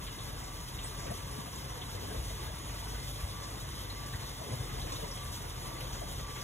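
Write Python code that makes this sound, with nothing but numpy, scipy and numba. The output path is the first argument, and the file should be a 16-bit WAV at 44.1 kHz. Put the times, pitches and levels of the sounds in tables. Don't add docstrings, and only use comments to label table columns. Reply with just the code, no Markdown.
import sys
import numpy as np
from scipy import signal
from scipy.fft import rfft, irfft
from scipy.io import wavfile
from numba import njit

SR = 44100
rng = np.random.default_rng(int(sys.argv[2]) if len(sys.argv) > 2 else 0)


def file_out(sig):
    cols = np.atleast_2d(sig).T
    lim = np.clip(cols, -1, 1)
    pcm = np.round(lim * 32767).astype(np.int16)
    wavfile.write(sys.argv[1], SR, pcm)


N = 283563
TIME = np.arange(N) / SR
BINS = np.fft.rfftfreq(N, 1 / SR)

# t/s, shaft f/Hz, hum level/dB, octave level/dB
AIR_PUMP = [(0, 41.6, -50, -68), (0.6, 41.95, -49, -66), (1.15, 42.4, -50, -50), (1.5, 45.55, -59, -63),
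            (1.95, 48.8, -47.5, -46.5), (2.12, 48.6, -56, -48.5), (2.28, 49.25, -39.5, -60),
            (2.5, 49.9, -47, -62), (3.0, 49.84, -43.5, -54), (3.35, 49.06, -49.5, -46.5),
            (3.6, 49.4, -46.5, -52.5), (4.1, 49.55, -46.5, -47.5), (4.38, 47.4, -68, -60),
            (4.65, 43.1, -47, -60), (5.3, 42.94, -50.5, -50.5), (5.699, 41.7, -49, -55),
            (5.951, 41.5, -46, -59), (6.43, 41.4, -52, -59)]
# start t/s, length t/s, level/dB over a faint rest level
WHINE = [(0.428, 0.21, -61), (0.935, 0.12, -54.5), (1.05, 0.42, -58.5), (3.168, 0.092, -55),
         (3.294, 0.22, -55.5), (3.761, 0.068, -55), (3.933, 0.24, -55.5), (5.157, 0.17, -54.5),
         (5.61, 0.236, -55), (5.818, 0.25, -59), (6.19, 0.28, -55)]
WHINE_REST_DB, WHINE_EDGE_S = -67.5, 0.043

# t/s, level/dB
AERATION = [(0, -55.5), (.6, -54.5), (1.5, -55), (2.05, -53), (2.6, -54), (3.2, -53.5), (3.8, -55.5),
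            (4.9, -53), (6.43, -54.5)]
# crest t/s, level/dB, build-up t/s
BOILS = [(1.12, 6, 0.14), (2.04, 5, 0.16), (2.17, 7.5, 0.16), (2.43, 0, 0.089), (2.93, 4, 0.044),
         (4.16, 0, 0.25), (4.54, 7.5, 0.15), (4.64, 6.5, 0.055), (4.89, 6.5, 0.14), (5.05, 6.5, 0.08),
         (5.85, 5, 0.23), (6.041, 6, 0.093), (6.22, 0, 0.11)]
COLLAPSE_S = 0.045

# f/Hz, level/dB per Hz
WATER = [(12, -102), (20, -87), (30, -85), (42, -67.5), (60, -60.5), (85, -66.5), (115, -64.5), (150, -70),
         (215, -75.5), (300, -74), (370, -79.5), (450, -78), (750, -82.5), (1120, -77), (1380, -86.5),
         (2700, -88.5), (3400, -89)]
# f/Hz, level/dB per Hz
FIZZ = [(1000, -104), (2600, -91.5), (3100, -85), (3600, -82.5), (4200, -87), (5300, -87), (6800, -87.5),
        (7700, -91), (8400, -87.5), (10000, -88.5), (11000, -92.5), (11900, -90.5), (14200, -95),
        (14700, -92.5), (15500, -101)]
# f/Hz, width f/Hz, level/dB
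SURROUND = [(450, 120, 1), (720, 66, 3.5), (927, 97, 2.5), (1480, 115, 2), (1682, 51, 4.5), (1840, 45, -3),
            (1954, 84, 5), (2060, 50, 8.5)]

# centre t/s, level/dB, f/Hz
THUMPS = [(0.99, -37, 175), (1.11, -32, 167), (1.396, -34, 176), (2.189, -33, 57.6), (2.207, -34, 70),
          (2.303, -42, 59), (2.487, -34, 88.5), (3.241, -29.5, 66), (4.153, -34, 104), (4.522, -35, 105),
          (4.54, -29, 125), (4.574, -39, 99), (4.607, -30, 103), (4.738, -32, 98), (4.905, -36, 90),
          (4.96, -38, 130), (5.035, -40, 185.8), (5.936, -34.5, 70)]
# t/s, level/dB, starting f/Hz, glide/octaves per s
GLUGS = [(0.814, -45, 940, 5), (0.944, -46, 1075, 1), (1.054, -49, 635, 3), (1.061, -41, 500, 6.5),
         (1.068, -46, 295, -3), (1.087, -53, 412, 7), (1.098, -45, 563, 4), (1.114, -38.5, 690, -1),
         (1.113, -45, 510, 0), (1.119, -48, 905, 2), (1.379, -41, 300, -26.5), (1.944, -43, 465, 4),
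         (2.015, -51, 243, 0.5), (2.021, -46, 435.5, 11), (2.043, -47, 417, 3), (2.077, -50.5, 312, -1),
         (2.094, -53, 790, -5), (2.114, -46, 412, 8), (2.143, -41.5, 480, -14), (4.414, -45, 653, 1),
         (4.494, -47, 261, -7.5), (4.508, -49, 585, 4), (4.521, -44.5, 497, 4), (4.537, -50, 530, 0),
         (4.737, -44.5, 443, -1), (4.780, -44, 705, 2), (4.844, -44, 503, -2), (4.864, -50, 324, -6),
         (4.865, -46, 734, 2), (4.874, -47, 483, 1), (4.920, -36, 1050, 2), (4.922, -46, 464, 4),
         (4.923, -46.5, 292, -1.5), (4.949, -47, 436, 8), (4.984, -43, 480, 6), (4.988, -46, 590, 2),
         (5.023, -43, 627, -3), (5.024, -40.5, 439, 1.5), (5.041, -48, 557, 4), (6.008, -50, 409, -1),
         (6.015, -38, 685, 1), (6.020, -48, 523, -3), (6.114, -43.5, 587, 1)]
# t/s, level/dB, centre f/Hz, width f/Hz, t60/s
SPLASHES = [(0.064, -39.5, 3290, 1190, 0.18), (0.183, -42.5, 3750, 900, 0.22), (.435, -45, 6500, 3000, .22),
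            (.785, -38, 3310, 704, 0.1), (0.837, -36.5, 8450, 900, 0.22), (.985, -42, 6320, 2400, 0.4),
            (1.066, -38.5, 1976, 1780, 0.17), (1.104, -44, 9550, 2980, 0.27),
            (1.554, -41, 7000, 1590, 0.12), (1.812, -37, 3300, 805, 0.11), (2.388, -40, 646, 300, 0.074),
            (2.688, -39, 2184, 1810, 0.13), (3.089, -45, 10700, 3010, 0.32),
            (3.195, -40.5, 1980, 2017, .17), (3.199, -47, 10520, 4000, 0.3), (3.43, -42, 5720, 2970, 0.3),
            (3.61, -45, 7900, 4970, 0.22), (3.737, -45, 3830, 496, 0.26), (3.897, -38, 4170, 347, 0.16),
            (4.06, -42.5, 7350, 6040, 0.3), (4.134, -39, 1680, 400.6, 0.1), (4.215, -48, 3930, 686, 0.4),
            (4.519, -43, 8100, 5900, 0.14), (4.813, -37.5, 3835, 800, 0.09),
            (4.865, -40.5, 1990, 1804, 0.3), (4.917, -37, 5350, 4080, 0.19), (4.926, -45, 8500, 900, 0.16),
            (4.955, -37, 3890, 402, 0.098), (5.108, -39.5, 5335, 895, 0.17), (5.169, -43, 3354, 815, 0.21),
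            (5.235, -47, 11160, 2990, .22), (5.317, -42, 5720, 450, 0.12), (5.321, -41, 7340, 4950, 0.27),
            (5.778, -41, 4410, 400, 0.098), (5.802, -37.5, 3260, 2000, 0.18),
            (5.802, -45, 11050, 3530, 0.25), (5.925, -42, 6380, 1200, 0.27), (6.018, -37, 498, 454, 0.11),
            (6.355, -42, 1986, 2012, 0.48), (6.412, -39, 5550, 2540, 0.16)]
SPLASH_RISE_S = 0.003

# f/Hz, likeness (1 = identical)
LIKENESS = [(40, 0.92), (120, 0.97), (250, 0.75), (450, 0.57), (700, 0.77), (1000, 0.12), (1700, 0.57),
            (2800, 0.49), (3400, 1), (13500, 1), (15000, 0.95)]
# f/Hz, left minus right level/dB
BALANCE = [(45, 1.5), (100, 1.3), (300, 4), (480, 3), (750, 1), (950, 1.8), (1300, -0.3), (2200, -0.7),
           (3050, -1.6), (3500, 0), (15000, 0)]
# f/Hz, lead of left over right/rad
LEAD = [(150, 0), (400, -.6), (800, -1.7), (1000, -1.5), (1200, -.3), (2300, 1.3), (2900, .5), (3300, 1.3),
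        (4000, 2.1), (4830, 3.14), (6720, 6.28), (11000, 12.57), (13280, 15.71), (15300, 18.85)]
EDGE_HZ = 15750


def amp(db):
    return 10 ** (np.asarray(db) / 20)


def unit(x):
    return x / np.sqrt(np.mean(abs(x) ** 2) + 1e-20)


def read(points, hz):
    f, value = np.transpose(points)
    return np.interp(np.log(hz + 1), np.log(f + 1), value)


def add(mix, s, sound):
    part = mix[..., max(round(s * SR), 0):][..., :sound.shape[-1]]
    part += sound[..., :part.shape[-1]]


def noise():
    return rng.standard_normal((2, N))


def drift(rate_hz):
    smoothing = np.exp(-(BINS / rate_hz) ** 2) * (BINS > 0)
    return unit(irfft(rfft(rng.standard_normal(N)) * smoothing, N))


def colour(x, gain):
    return irfft(rfft(x) * gain, N) * np.sqrt(SR / 2)


def below(hz, order):
    return 1 / np.sqrt(1 + (BINS / hz) ** (2 * order))


def above(hz, order):
    return np.sqrt(1 - below(hz, order) ** 2)


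def swell(curve):
    level = np.interp(TIME, *np.transpose(curve))
    return level - np.median(level)


def boil():
    power = np.zeros(N)
    for s, db, build_s in BOILS:
        envelope = np.exp(np.minimum((TIME - s) / build_s, (s - TIME) / COLLAPSE_S))
        power += (amp(db) * envelope) ** 2
    return np.sqrt(power)


@njit
def rings(total, starts, lengths, sizes, steps, bends):
    out = np.zeros(total)
    for k in range(len(starts)):
        z, step = sizes[k] + 0j, steps[k]
        for i in range(starts[k], min(starts[k] + lengths[k], total)):
            out[i] += z.imag
            z *= step
            step *= bends[k]
    return out


def ring_bubbles(total, starts, hz, sizes, cycles, rise):
    fade = hz / SR / cycles
    steps = np.exp(2j * np.pi * hz / SR - fade)
    bends = np.exp(2j * np.pi * 2 * cycles * rise * fade ** 2)
    return rings(total, starts.astype(np.int64), (5 / fade).astype(np.int64), sizes, steps, bends)


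def bubbles(per_s, low_hz, high_hz, cycles, spread_db, rise):
    out = []
    for rows in rng.random((2, 40000, 4))[:, :max(int(per_s * N / SR), 1)]:
        when, pitch, strength, sign = rows.T
        hz = low_hz * (high_hz / low_hz) ** pitch
        strength_db = spread_db * np.minimum(-np.log(1 - strength), 4)
        sizes = hz * amp(strength_db) * np.sign(sign - .5)
        out.append(ring_bubbles(N, when * N, hz, sizes, cycles, rise))
    return unit(np.array(out)) * np.sqrt((high_hz - low_hz) / (SR / 2))


def droplets(hz, width, total, count=220, cycles=32, rise=0.012):
    when, size, sign = rng.random((3, count))
    pitch = np.clip(hz + width / 2 * rng.standard_normal(count), 250, 15000)
    sizes = (.5 + size) * np.sign(sign - .5)
    return ring_bubbles(total, (when - when.min()) * total, pitch, sizes, cycles, rise)


def walls(x, t60, wet_db):
    hop = SR // 5
    t, window = TIME[:hop], np.sin(np.linspace(0, np.pi, 2 * hop))
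    decay = amp(-60 * t / t60) * (t > .003)
    padded = np.pad(x, ((0, 0), (hop, 2 * hop)))
    wet = np.zeros_like(padded)
    for i in range(0, N + hop, hop):
        tail = rng.standard_normal((2, hop)) * decay / np.linalg.norm(decay)
        add(wet, i / SR, signal.fftconvolve(padded[:, i:i + 2 * hop] * window, tail, axes=1))
    return (x + amp(wet_db) * wet[:, hop:hop + N]) / np.hypot(1, amp(wet_db))


def tone(hz, unsteady, lag, waver_hz):
    waver = (drift(waver_hz) + 1j * drift(waver_hz)) / np.sqrt(2)
    line = unit(1 + unsteady * waver) * np.exp(2j * np.pi * (hz * TIME + rng.random()))
    tilt = amp(read(BALANCE, hz) / 2)
    return np.sqrt(2) * np.array([line * tilt, line * np.exp(-1j * lag) / tilt]).real


def water_pump(drone_hz=131, drone_db=-53.0, whine_hz=1157):
    drone = amp(drone_db) * tone(drone_hz, unsteady=0.12, lag=0, waver_hz=3)
    whine = tone(whine_hz, unsteady=0.18, lag=-0.42, waver_hz=14)
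    spells = np.zeros(N)
    for s, length, db in WHINE:
        edges = np.minimum(TIME - s, s + length - TIME) / WHINE_EDGE_S
        spells += amp(db) * np.clip(edges, 0, 1)
    return drone + np.hypot(amp(WHINE_REST_DB), spells) * whine


def air_pump(level_db=-0.25, waver_db=0.2):
    s, hz, *levels = np.transpose(AIR_PUMP)
    turns = np.cumsum(np.interp(TIME, s, hz)) / SR
    hum = np.zeros(N)
    for harmonic, db in enumerate(levels, start=1):
        strength = amp(np.interp(TIME, s, db) + waver_db * drift(5.0))
        hum += strength * np.cos(2 * np.pi * (harmonic * turns + rng.random()))
    return np.sqrt(2) * hum * amp(level_db) * amp([[.35], [-.35]])


def churn(level_db=-1.5, boil_db=-8, boil_low_hz=90, boil_high_hz=240, follow=0.7, heave_db=0.8):
    gain = amp(read(WATER, BINS) + level_db)
    rumble = colour(noise(), gain * below(203, order=4))
    push = colour(noise(), gain * above(boil_low_hz, order=4) * below(boil_high_hz, order=6))
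    heave = amp(follow * swell(AERATION) + heave_db * drift(3.3))
    return rumble * heave + amp(boil_db) * boil() * push


def thumps(level_db=0.3, cycles=0.85):
    out = np.zeros((2, N))
    for s, db, hz in THUMPS:
        turns = np.clip((TIME - s) * hz, -10, 10)
        out[0] += amp(db + level_db) * np.sin(2 * np.pi * turns) * np.exp(-(turns / cycles) ** 2)
    return out


def fizz(hiss_db=-3, pops_db=-4.0, pings_db=-10, puff_db=0.81, flutter_db=0.76):
    pops = walls(bubbles(2400, 1812, 16100, cycles=15, spread_db=2.5, rise=0.014), t60=0.18, wet_db=6)
    pings = walls(bubbles(300, 1900, 11000, cycles=42, spread_db=0.5, rise=0.0029), t60=0.098, wet_db=1)
    spray = amp(hiss_db) * noise() + amp(pops_db) * pops + amp(pings_db) * pings
    level = swell(AERATION) + puff_db * drift(18.0) + flutter_db * drift(30)
    return colour(spray, amp(read(FIZZ, BINS))) * amp(level)


def slosh(wash_db=-4, gurgle_db=-4, crackle_db=-8, froth_db=-10, blub_db=-2,
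          low_boil_db=-1.5, high_boil_db=-11, flutter_db=0.92):
    gurgle = walls(bubbles(1800, 332.8, 4043, cycles=8.1, spread_db=4.5, rise=0.014), t60=0.093, wet_db=-0.5)
    crackle = walls(bubbles(260, 1438, 3365, cycles=6.2, spread_db=4.0, rise=0.02), t60=0.026, wet_db=-8)
    blubs = walls(bubbles(340, 332, 796, cycles=6.3, spread_db=0.0, rise=0.013), t60=0.086, wet_db=-5)
    water = amp(wash_db) * noise() + amp(gurgle_db) * gurgle + amp(crackle_db) * crackle
    welling = amp(froth_db) * noise() + amp(blub_db) * blubs

    peaks_db = sum(db / (1 + (2 * (BINS - hz) / width) ** 2) for hz, width, db in SURROUND)
    gain = amp(read(WATER, BINS) + peaks_db) * above(175, order=4) * below(2680, order=5)
    deep = below(1000, order=3) ** 2
    surge = boil()
    low = colour(water, gain * deep) + colour(welling, gain * deep) * amp(low_boil_db) * surge
    high = colour(water, gain * (1 - deep)) * np.hypot(1, amp(high_boil_db) * surge)
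    return (low + high) * amp(flutter_db * drift(21))


def glugs(level_db=1.5, swell_cycles=3.0):
    out, t = np.zeros((2, N)), TIME[:SR // 8]
    quarter_turn = np.array([[0], [np.pi / 2]])
    for s, db, hz, glide in GLUGS:
        u = t * hz / swell_cycles
        turns = np.cumsum(hz * 2 ** (glide * t)) / SR
        envelope = u * np.exp(1 - u)
        add(out, s, amp(db + level_db) * envelope * np.sin(2 * np.pi * turns + quarter_turn))
    return out


def splashes(spray_db=-7, droplets_db=-5.0):
    out, t = np.zeros((2, N)), TIME[:SR // 4]
    f = np.fft.rfftfreq(len(t), 1 / SR)
    for s, db, hz, width, t60 in SPLASHES:
        band = 1 / (1 + ((f - hz) / width) ** 2) ** 2
        spray = unit(irfft(rfft(rng.standard_normal((2, len(t)))) * band, len(t)))
        cluster = np.array([unit(droplets(hz, width, len(t))) for _ in range(2)])
        envelope = amp(db - 60 * t / t60) * (1 - np.exp(-t / SPLASH_RISE_S))
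        add(out, s, (amp(spray_db) * spray + amp(droplets_db) * cluster) * envelope)
    return out


def ports(pair):
    direct, scattered = rfft(pair)
    same = np.clip(read(LIKENESS, BINS), 0, 1)
    tilt = amp(read(BALANCE, BINS) / 2)
    lead = np.interp(BINS, *np.transpose(LEAD))
    right = (same * direct + np.sqrt(1 - same ** 2) * scattered) * np.exp(-1j * lead)
    return irfft(np.array([direct * tilt, right / tilt]), N)


def scene():
    water = churn() + slosh() + fizz() + splashes() + glugs() + thumps()
    return ports(water) + air_pump() + water_pump()


def record(dry):
    lowpass = signal.firwin(1023, EDGE_HZ, window=("kaiser", 9), fs=SR)
    return signal.oaconvolve(dry, lowpass[None], "same")


dry = scene()
out = record(dry)
file_out(out)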